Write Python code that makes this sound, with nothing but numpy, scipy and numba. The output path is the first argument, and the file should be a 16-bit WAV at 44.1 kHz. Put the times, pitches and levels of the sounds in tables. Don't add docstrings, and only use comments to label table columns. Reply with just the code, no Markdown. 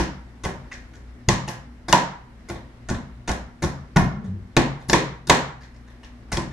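import sys
import numpy as np
from scipy import signal
from scipy.fft import rfft, irfft
from scipy.io import wavfile
from scipy.ndimage import uniform_filter1d
from numba import njit

SR = 44100
rng = np.random.default_rng(int(sys.argv[2]) if len(sys.argv) > 2 else 0)


def natural_amplitude(level_db):
    exponent = np.asarray(level_db, float) / 20
    return 10 ** exponent


def to_wav(s):
    ch = np.atleast_2d(s).T
    pcm = np.round(np.clip(ch, -1, 1) * 32767)
    wavfile.write(sys.argv[1], SR, pcm.astype(np.int16))


N = 287948
LEAD = SR // 10
LENGTH = N + LEAD
BANDS_HZ = 28 * 2 ** np.arange(0, 9.1, .5)

# start in seconds, force in dB, edge in dB (how much the blade bites),
# weight in dB (how much the board takes), depth in dB (how much of that reaches the counter).
CUTS = [(.435, -34, -1, 6, 4.5), (1.476, -30.5, -2, 4.5, -10.5), (1.882, -27, -3.44, 2, -5),
        (2.484, -42.5, 1.5, 7, -12.5), (2.886, -30, -3.5, 1.5, 2), (3.275, -28.5, -2.04, 4.5, 3),
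        (3.621, -28, -2.5, 9, -8.5), (3.959, -17.5, -11, 6.5, -10.5), (4.883, -43.5, 11, 24.5, -7.5),
        (5.270, -41, 6.5, 12.5, -8), (6.317, -27.5, 0.66, 3.5, 3.2), (1.279, -49, -2, 35, -10)]
STOPS = [(-.017, -19, 0, 2.5, -1.5), (0.447, -25.5, -11, 3, -11.5), (1.2868, -16, 5, -4.5, -13),
         (1.487, -37.5, -4.5, -6, -11), (1.926, -9, 1.5, -3, -19.5), (2.495, -32.5, -9.5, 4.5, -5),
         (2.898, -31, -20.5, 13, -8), (3.290, -24, -9.5, 4, -7.5), (3.637, -25.5, -8, 4, 0.5),
         (3.965, -14.5, -7.5, 4.5, -14.5), (4.566, -11, -5, 3.5, -12), (4.896, -21.5, 5.5, -8, -11),
         (4.930, -9, -2, -2, -11), (5.296, -6.5, -0.3, -5.5, -6.5), (6.369, -27, 2, 6, -6)]
BOUNCES = [
    (.487, -43, -2.5, 9, -9),
    (1.329, -31, 0.5, 9, -3.5),
    (1.534, -46.5, -18.5, -10, -7.5),
    (2.555, -41.5, -16, 5, 4.5),
    (2.944, -36, -14.5, -7, 16.5),
    (3.316, -38, 8.5, -2, -6),
    (4.011, -45.5, -10, 31.5, -3.2),
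    (6.42, -52.5, -8, 25, -22),
]
# start in seconds, force in dB, edge in dB, contact length in ms.
TOUCHES = [(.713, -49, 5.5, 15.3), (.932, -55, -1.8, 13.6), (0.959, -54, -22, 10.6), (1.07, -72, 0, 13),
           (4.24, -45, -12, 12), (4.8, -45.5, -11.5, 16), (5.605, -58, 5.5, 21), (5.74, -59, -2.5, 16),
           (5.87, -55.5, -4, 23.5), (6.028, -50.5, -0.3, 12.7), (6.507, -70.5, 18, 17)]


def contacts():
    contact_ms, sharper_per_edge_db = (8, 3.2, 2.2), (-.02, .022, 0.036)
    push_ms, thud_lag_ms = (3.87, 3.08, 4), (1.52, -0.14, -3.5)
    air, ground = [], []
    for kind, table in enumerate((CUTS, STOPS, BOUNCES)):
        for s, force_db, edge_db, weight_db, depth_db in table:
            shorter = .008 * (force_db + 20) + sharper_per_edge_db[kind] * edge_db
            air.append((s, *airborne(kind, force_db, edge_db), contact_ms[kind] * np.exp(-shorter)))
            board_db = force_db + weight_db
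            longer = np.exp(0.022 * (board_db + 19))
            thud_s = s + thud_lag_ms[kind] / 1000
            ground.append((thud_s, board_db, board_db + depth_db, push_ms[kind] * longer))
    for s, force_db, edge_db, ms in TOUCHES:
        air.append((s, *airborne(-1, force_db, edge_db), ms))
    return air, ground


def airborne(kind, force_db, edge_db):
    crunch_db, crunch_per_edge = (1.6, 3.5, 3, 8.3), (0.43, .45, .15, 1.1)
    splinter_db, splinter_per_edge = (-13, -18.5, -13, -18), (1.4, 0.38, 1, 0.52)
    crunch = force_db + crunch_db[kind] + crunch_per_edge[kind] * edge_db
    splinters = force_db + splinter_db[kind] + splinter_per_edge[kind] * edge_db
    return crunch, force_db, force_db + edge_db, splinters


# mode frequency in Hz, level in dB, 60 dB decay time in seconds.
SHELL = [(436, 1, 0.03), (561, -6, 0.052), (623, -0.5, .04), (741, -3.5, 0.083), (868, -2, 0.041),
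         (994, -3, 0.079), (1104, -4, 0.075), (1240, -7, 0.012), (1340, -10, 0.07), (1472, -5.5, 0.13)]
HUSK = [(1764, -3, 0.016), (1895, -3.5, 0.017), (2037, -2.5, 0.013), (2470, -9, 0.0077), (2780, -6, 0.0076),
        (3340, -2.5, 0.0029), (3616, -4.5, 0.0091)]
BLADE = [(3830, 0.5, 0.0041), (4955, 2, 0.0051), (5540, -3.5, 0.022), (6535, 6, 0.0053), (6850, -5, 0.0022)]
SPLINTERS = [(8600, -2.5, 0.0046), (9900, -6, 0.00085), (10650, -8, 0.0062)]


def chops():
    direct, spread = np.zeros((2, LENGTH + SR))
    for s, crunch_db, knock_db, blade_db, splinter_db, contact_ms in contacts()[0]:
        knock = strike(SHELL, tearing(0.29 * contact_ms, 3.1), knock_db - 4.5)
        crunch = strike(HUSK, tearing(contact_ms, 2.2), crunch_db - 7.5)
        fizz = strike(BLADE, tearing(contact_ms, 5.6), blade_db - 6)
        fizz = fizz + strike(SPLINTERS, tearing(.6 * contact_ms, 1.6), splinter_db)
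        place(direct, s, (knock + crunch + fizz)[0])
        beamed = min(contact_ms / 6, 1)
        into_room = radiated((knock + beamed ** .4 * crunch + beamed ** .6 * fizz)[1])
        late = int(1.2 * contact_ms * SR / 1000) - 128
        place(spread, s, into_room, late)
    return direct[:LENGTH], spread[:LENGTH]


def place(track, s, sound, late=0):
    i = LEAD + int(s * SR) + late
    track[i:i + len(sound)] += sound


def strike(modes, force, db):
    body = ring(modes)
    sound = signal.fftconvolve(force, body)[:SR // 3]
    sound = sound * natural_amplitude(db) / np.sqrt(uniform_filter1d(sound ** 2, SR // 100).max())
    return np.array([sound, body * np.sqrt(np.sum(sound ** 2) / np.sum(body ** 2))])


def ring(modes, scatter_db=3.0, detune=0.014):
    hz, db, t60 = np.transpose(modes)[:, :, None]
    pitch_chance, size_chance = rng.standard_normal((2, len(modes), 1))
    t = np.arange(SR // 3) / SR
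    wave = np.sin(2 * np.pi * hz * (1 + detune * pitch_chance) * t)
    fade = np.exp(-np.log(1000) * t / t60)
    sign = (-1) ** np.arange(len(modes))[:, None]
    return np.sum(sign * natural_amplitude(db + scatter_db * size_chance) * fade * wave, axis=0)


def tearing(contact_ms, sparse_db):
    t = 1000 * np.arange(SR // 8) / SR / max(contact_ms, .5)
    snaps = rng.standard_normal(len(t)) * natural_amplitude(sparse_db * rng.exponential(size=len(t)))
    return snaps * np.exp(-t) * (1 - np.exp(-t / 0.65))


def radiated(sound, width=0.17):
    power = np.cumsum(np.abs(rfft(sound)) ** 2)
    bins = np.arange(len(power))
    below, above = bins / (1 + width) - 8, bins * (1 + width) + 8
    smooth = (np.interp(above, bins, power) - np.interp(below, bins, power)) / (above - below)
    return np.roll(irfft(np.sqrt(smooth), len(sound)), 256)[:512] * np.hanning(512)


# mode frequency in Hz, level in dB, 60 dB decay time in seconds.
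BOARD = [(120, -4.5, 0.14), (142, 1.5, 0.11), (185, -3, 0.11), (215.2, -4.5, 0.12), (261.6, -2.5, 0.11),
         (332.6, 1.5, 0.084), (380, -7.5, 0.15)]
COUNTER = [(34, -5, 0.12), (51, -6.5, 0.39), (62, -9.5, 0.56), (80.6, -3, 0.19)]
# start in seconds, level in dB, pitch in Hz.
THUMPS = [
    (1.281, -15.5, 125),
    (2.9, -25, 250),
    (3.29, -23.5, 149.5),
    (3.964, -9.5, 155),
    (4.568, -12, 186.6),
]


def thuds():
    boom = np.zeros(LENGTH + SR)
    for s, board_db, counter_db, push_ms in contacts()[1]:
        push = np.hanning(int(max(push_ms, .5) * SR / 1000))
        place(boom, s, strike(BOARD, push, board_db - 3.5)[0])
        place(boom, s, strike(COUNTER, push, counter_db - 4.5)[0])
    for s, db, hz in THUMPS:
        place(boom, s, strike([(hz, 0, 0.053)], np.hanning(SR // 200), db)[0])
    return boom[:LENGTH]


# start in seconds, level in dB.
RINGS = [
    (-.03, -23.5),
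    (1.926, -9.5),
    (3.968, -24.5),
    (4.568, -27),
    (4.931, -17),
    (5.296, -16.5),
    (6.369, -31.5),
]
# mode frequency in Hz, level in dB, 60 dB decay time in seconds.
HOLLOW = [(910, -7, 0.098), (940.6, 4, 0.15), (992.7, -2.5, 0.18), (1049, -4.5, 0.19)]
FREED_BLADE = [(1140, -8, 0.038), (1968, -1, .04), (2120, -6, .04), (2250, -1, 0.011), (2625, 0, 0.022),
               (5220, -16, 0.027), (5340, -20, .025), (7200, -28, 0.016)]


def hollow_rings():
    rings = np.zeros(LENGTH + SR)
    for s, db in RINGS:
        place(rings, s, strike(HOLLOW, tearing(4.2, 2.9), db + 0.5)[0])
    place(rings, .713, strike(FREED_BLADE, tearing(8, 3.3), -38)[0])
    return rings[:LENGTH]


# time of the bump in seconds, middle strand in dB, lower strand in dB.
WOBBLES = [(4.05, -41, -27), (4.14, -31, -50), (4.19, -30.5, -47.5), (4.245, -37, -44), (4.295, -32, -32),
           (4.35, -45.5, -35), (4.38, -47.5, -40)]


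def rocking():
    start_s, end_s = 4.045, 4.43
    start_hz, wander = (238, 117.6, 438, 680), (0.067, .05, 0.16, 0.15)
    t = (np.arange(LENGTH) - LEAD) / SR
    since = np.maximum(t - start_s, 0)
    sag = 1 - .22 * (1 - np.exp(-since / .13))
    s, *peaks_db = np.transpose(WOBBLES)[:, :, None]
    bump_fade_db = 229 * np.abs(t - s)
    levels_db = [np.max(db - bump_fade_db, axis=0) for db in peaks_db]
    levels_db += [db - 34 * since for db in (-49, -53)]
    drone = 0
    for hz, share, db in zip(start_hz, wander, levels_db):
        tone = np.sin(2 * np.pi * np.cumsum(hz * sag * (1 + share * walk(51))) / SR)
        drone = drone + tone * natural_amplitude(db + 2.5 + 3.3 * walk(40))
    return (since > 0) * (t < end_s) * drone


# frequency in Hz, 60 dB decay time in seconds, level in dB.
ROOM = [(58.7, 0.94, -10), (258, 0.31, 4), (1030, 0.52, -0.5), (3000, 0.4, -1), (6800, 0.35, -4.5),
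        (11000, 0.22, 1.5)]


def kitchen(direct, spread):
    t = np.arange(SR) / SR
    tail = 0
    for hz in BANDS_HZ:
        fade = np.exp(-np.log(1000) * t / on_log(ROOM, hz)) * (1 - np.exp(-t / 0.00044))
        fade = fade / np.sqrt(np.sum(fade ** 2))
        tail = tail + pair(SR, hz) * natural_amplitude(on_log(ROOM, hz, column=2)) * fade
    ports = np.array([np.roll(direct, 1), direct])
    return natural_amplitude(-3) * ports + signal.fftconvolve(spread[None], tail, axes=1)[:, :LENGTH]


# frequency in Hz, rms level in dB.
HUM = [(59.2, -52), (118.4, -59), (242.2, -59)]
# frequency in Hz, level in dB per Hz.
AIR = [(25, -12), (55, -8), (190, -23.5), (600, -27.5), (1500, -33), (2800, -41), (6500, -48.5),
       (8500, -55.5)]
# frequency in Hz, width in octaves, height in dB.
CABINET = [(249.4, 0.35, 11.5), (2050, 0.21, 8.5)]


def fridge():
    lines = 0
    for hz, db in HUM:
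        level = np.sqrt(2) * natural_amplitude(db + 3.1 * walk(14))
        lines = lines + level * np.sin(2 * np.pi * np.cumsum(hz + 1.7 * walk(9)) / SR)
    swell_db = walk(3)
    hiss = 0
    for hz in BANDS_HZ:
        colour_db = on_log(AIR, hz)
        for hump_hz, octaves, db in CABINET:
            colour_db += db * np.exp(-(np.log2(hz / hump_hz) / octaves) ** 2)
        hiss = hiss + pair(LENGTH, hz) * natural_amplitude(colour_db + swell_db + 0.91 * walk(37))
    return lines + unit(hiss) * natural_amplitude(-52.5)


# frequency in Hz, likeness from 0 to 1.
LIKENESS = [(100, .95), (250, .88), (500, .72), (1000, 0.2), (3000, 0), (6000, 0), (12000, 0.1)]


def pair(size, hz):
    like = np.clip(on_log(LIKENESS, hz), -.99, .99)
    mid, side = band(rng.standard_normal((2, size)), hz)
    opposite = np.array([[1], [-1]])
    return mid * np.sqrt((1 + like) / 2) + opposite * side * np.sqrt((1 - like) / 2)


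def band(x, hz):
    octaves = np.log2(np.maximum(np.fft.rfftfreq(x.shape[-1], 1 / SR), 1) / hz)
    return irfft(rfft(x) * np.cos(np.pi * np.clip(octaves, -.5, .5)), x.shape[-1])


def walk(rate):
    k = int(SR / rate)
    held = np.repeat(rng.standard_normal(LENGTH // k + 1), k)
    return uniform_filter1d(held, k)[:LENGTH]


def on_log(table, hz, column=1):
    table = np.array(table)
    return np.interp(np.log(np.maximum(hz, 1)), np.log(table[:, 0]), table[:, column])


def unit(x):
    return x / np.sqrt(np.mean(x ** 2))


# frequency in Hz, left minus right in dB.
LEAN = [(100, 2), (300, 1), (600, 0.5), (1000, -4.5), (2500, 1.5), (5000, 7), (8000, 2), (12000, -0.5)]


def scene():
    direct, spread = chops()
    boom, rings, drone = thuds(), hollow_rings(), rocking()
    direct = direct + boom + rings + drone
    spread = spread + natural_amplitude(-16) * rings + natural_amplitude(-3.5) * boom + natural_amplitude(-5.5) * drone
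    sound = kitchen(direct, spread) + fridge()
    lean = natural_amplitude(on_log(LEAN, np.fft.rfftfreq(LENGTH, 1 / SR)) / 2)
    return irfft(rfft(sound) * np.array([lean, 1 / lean]), LENGTH)[:, LEAD:]


@njit
def follow(x, attack, release):
    y, e = np.empty(len(x)), 0.
    for i in range(len(x)):
        e += (x[i] - e) * (attack if x[i] > e else release)
        y[i] = e
    return y


def low_pass(x):
    return signal.sosfilt(signal.butter(12, 13020, fs=SR, output="sos"), x)


def record(dry):
    attack_s, release_s = 0.017, .35
    envelope = follow(np.abs(dry).max(axis=0), 1 / (attack_s * SR), 1 / (release_s * SR))
    ducked = dry * np.maximum(envelope / natural_amplitude(-25.0), 1) ** -.2 * natural_amplitude(4)
    top_cut = signal.ellip(10, .5, 45, 12150, fs=SR, output="sos")
    dull = signal.sosfilt(top_cut, ducked)
    spikes = natural_amplitude(-17.5) * (ducked - dull) * np.clip(np.abs(ducked) / .5, 0, 1)
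    rounded = np.tanh(1.08 * (dull + spikes)) / 0.97
    return low_pass(np.clip(rounded, -1, 1))


dry = scene()
out = record(dry)
to_wav(out)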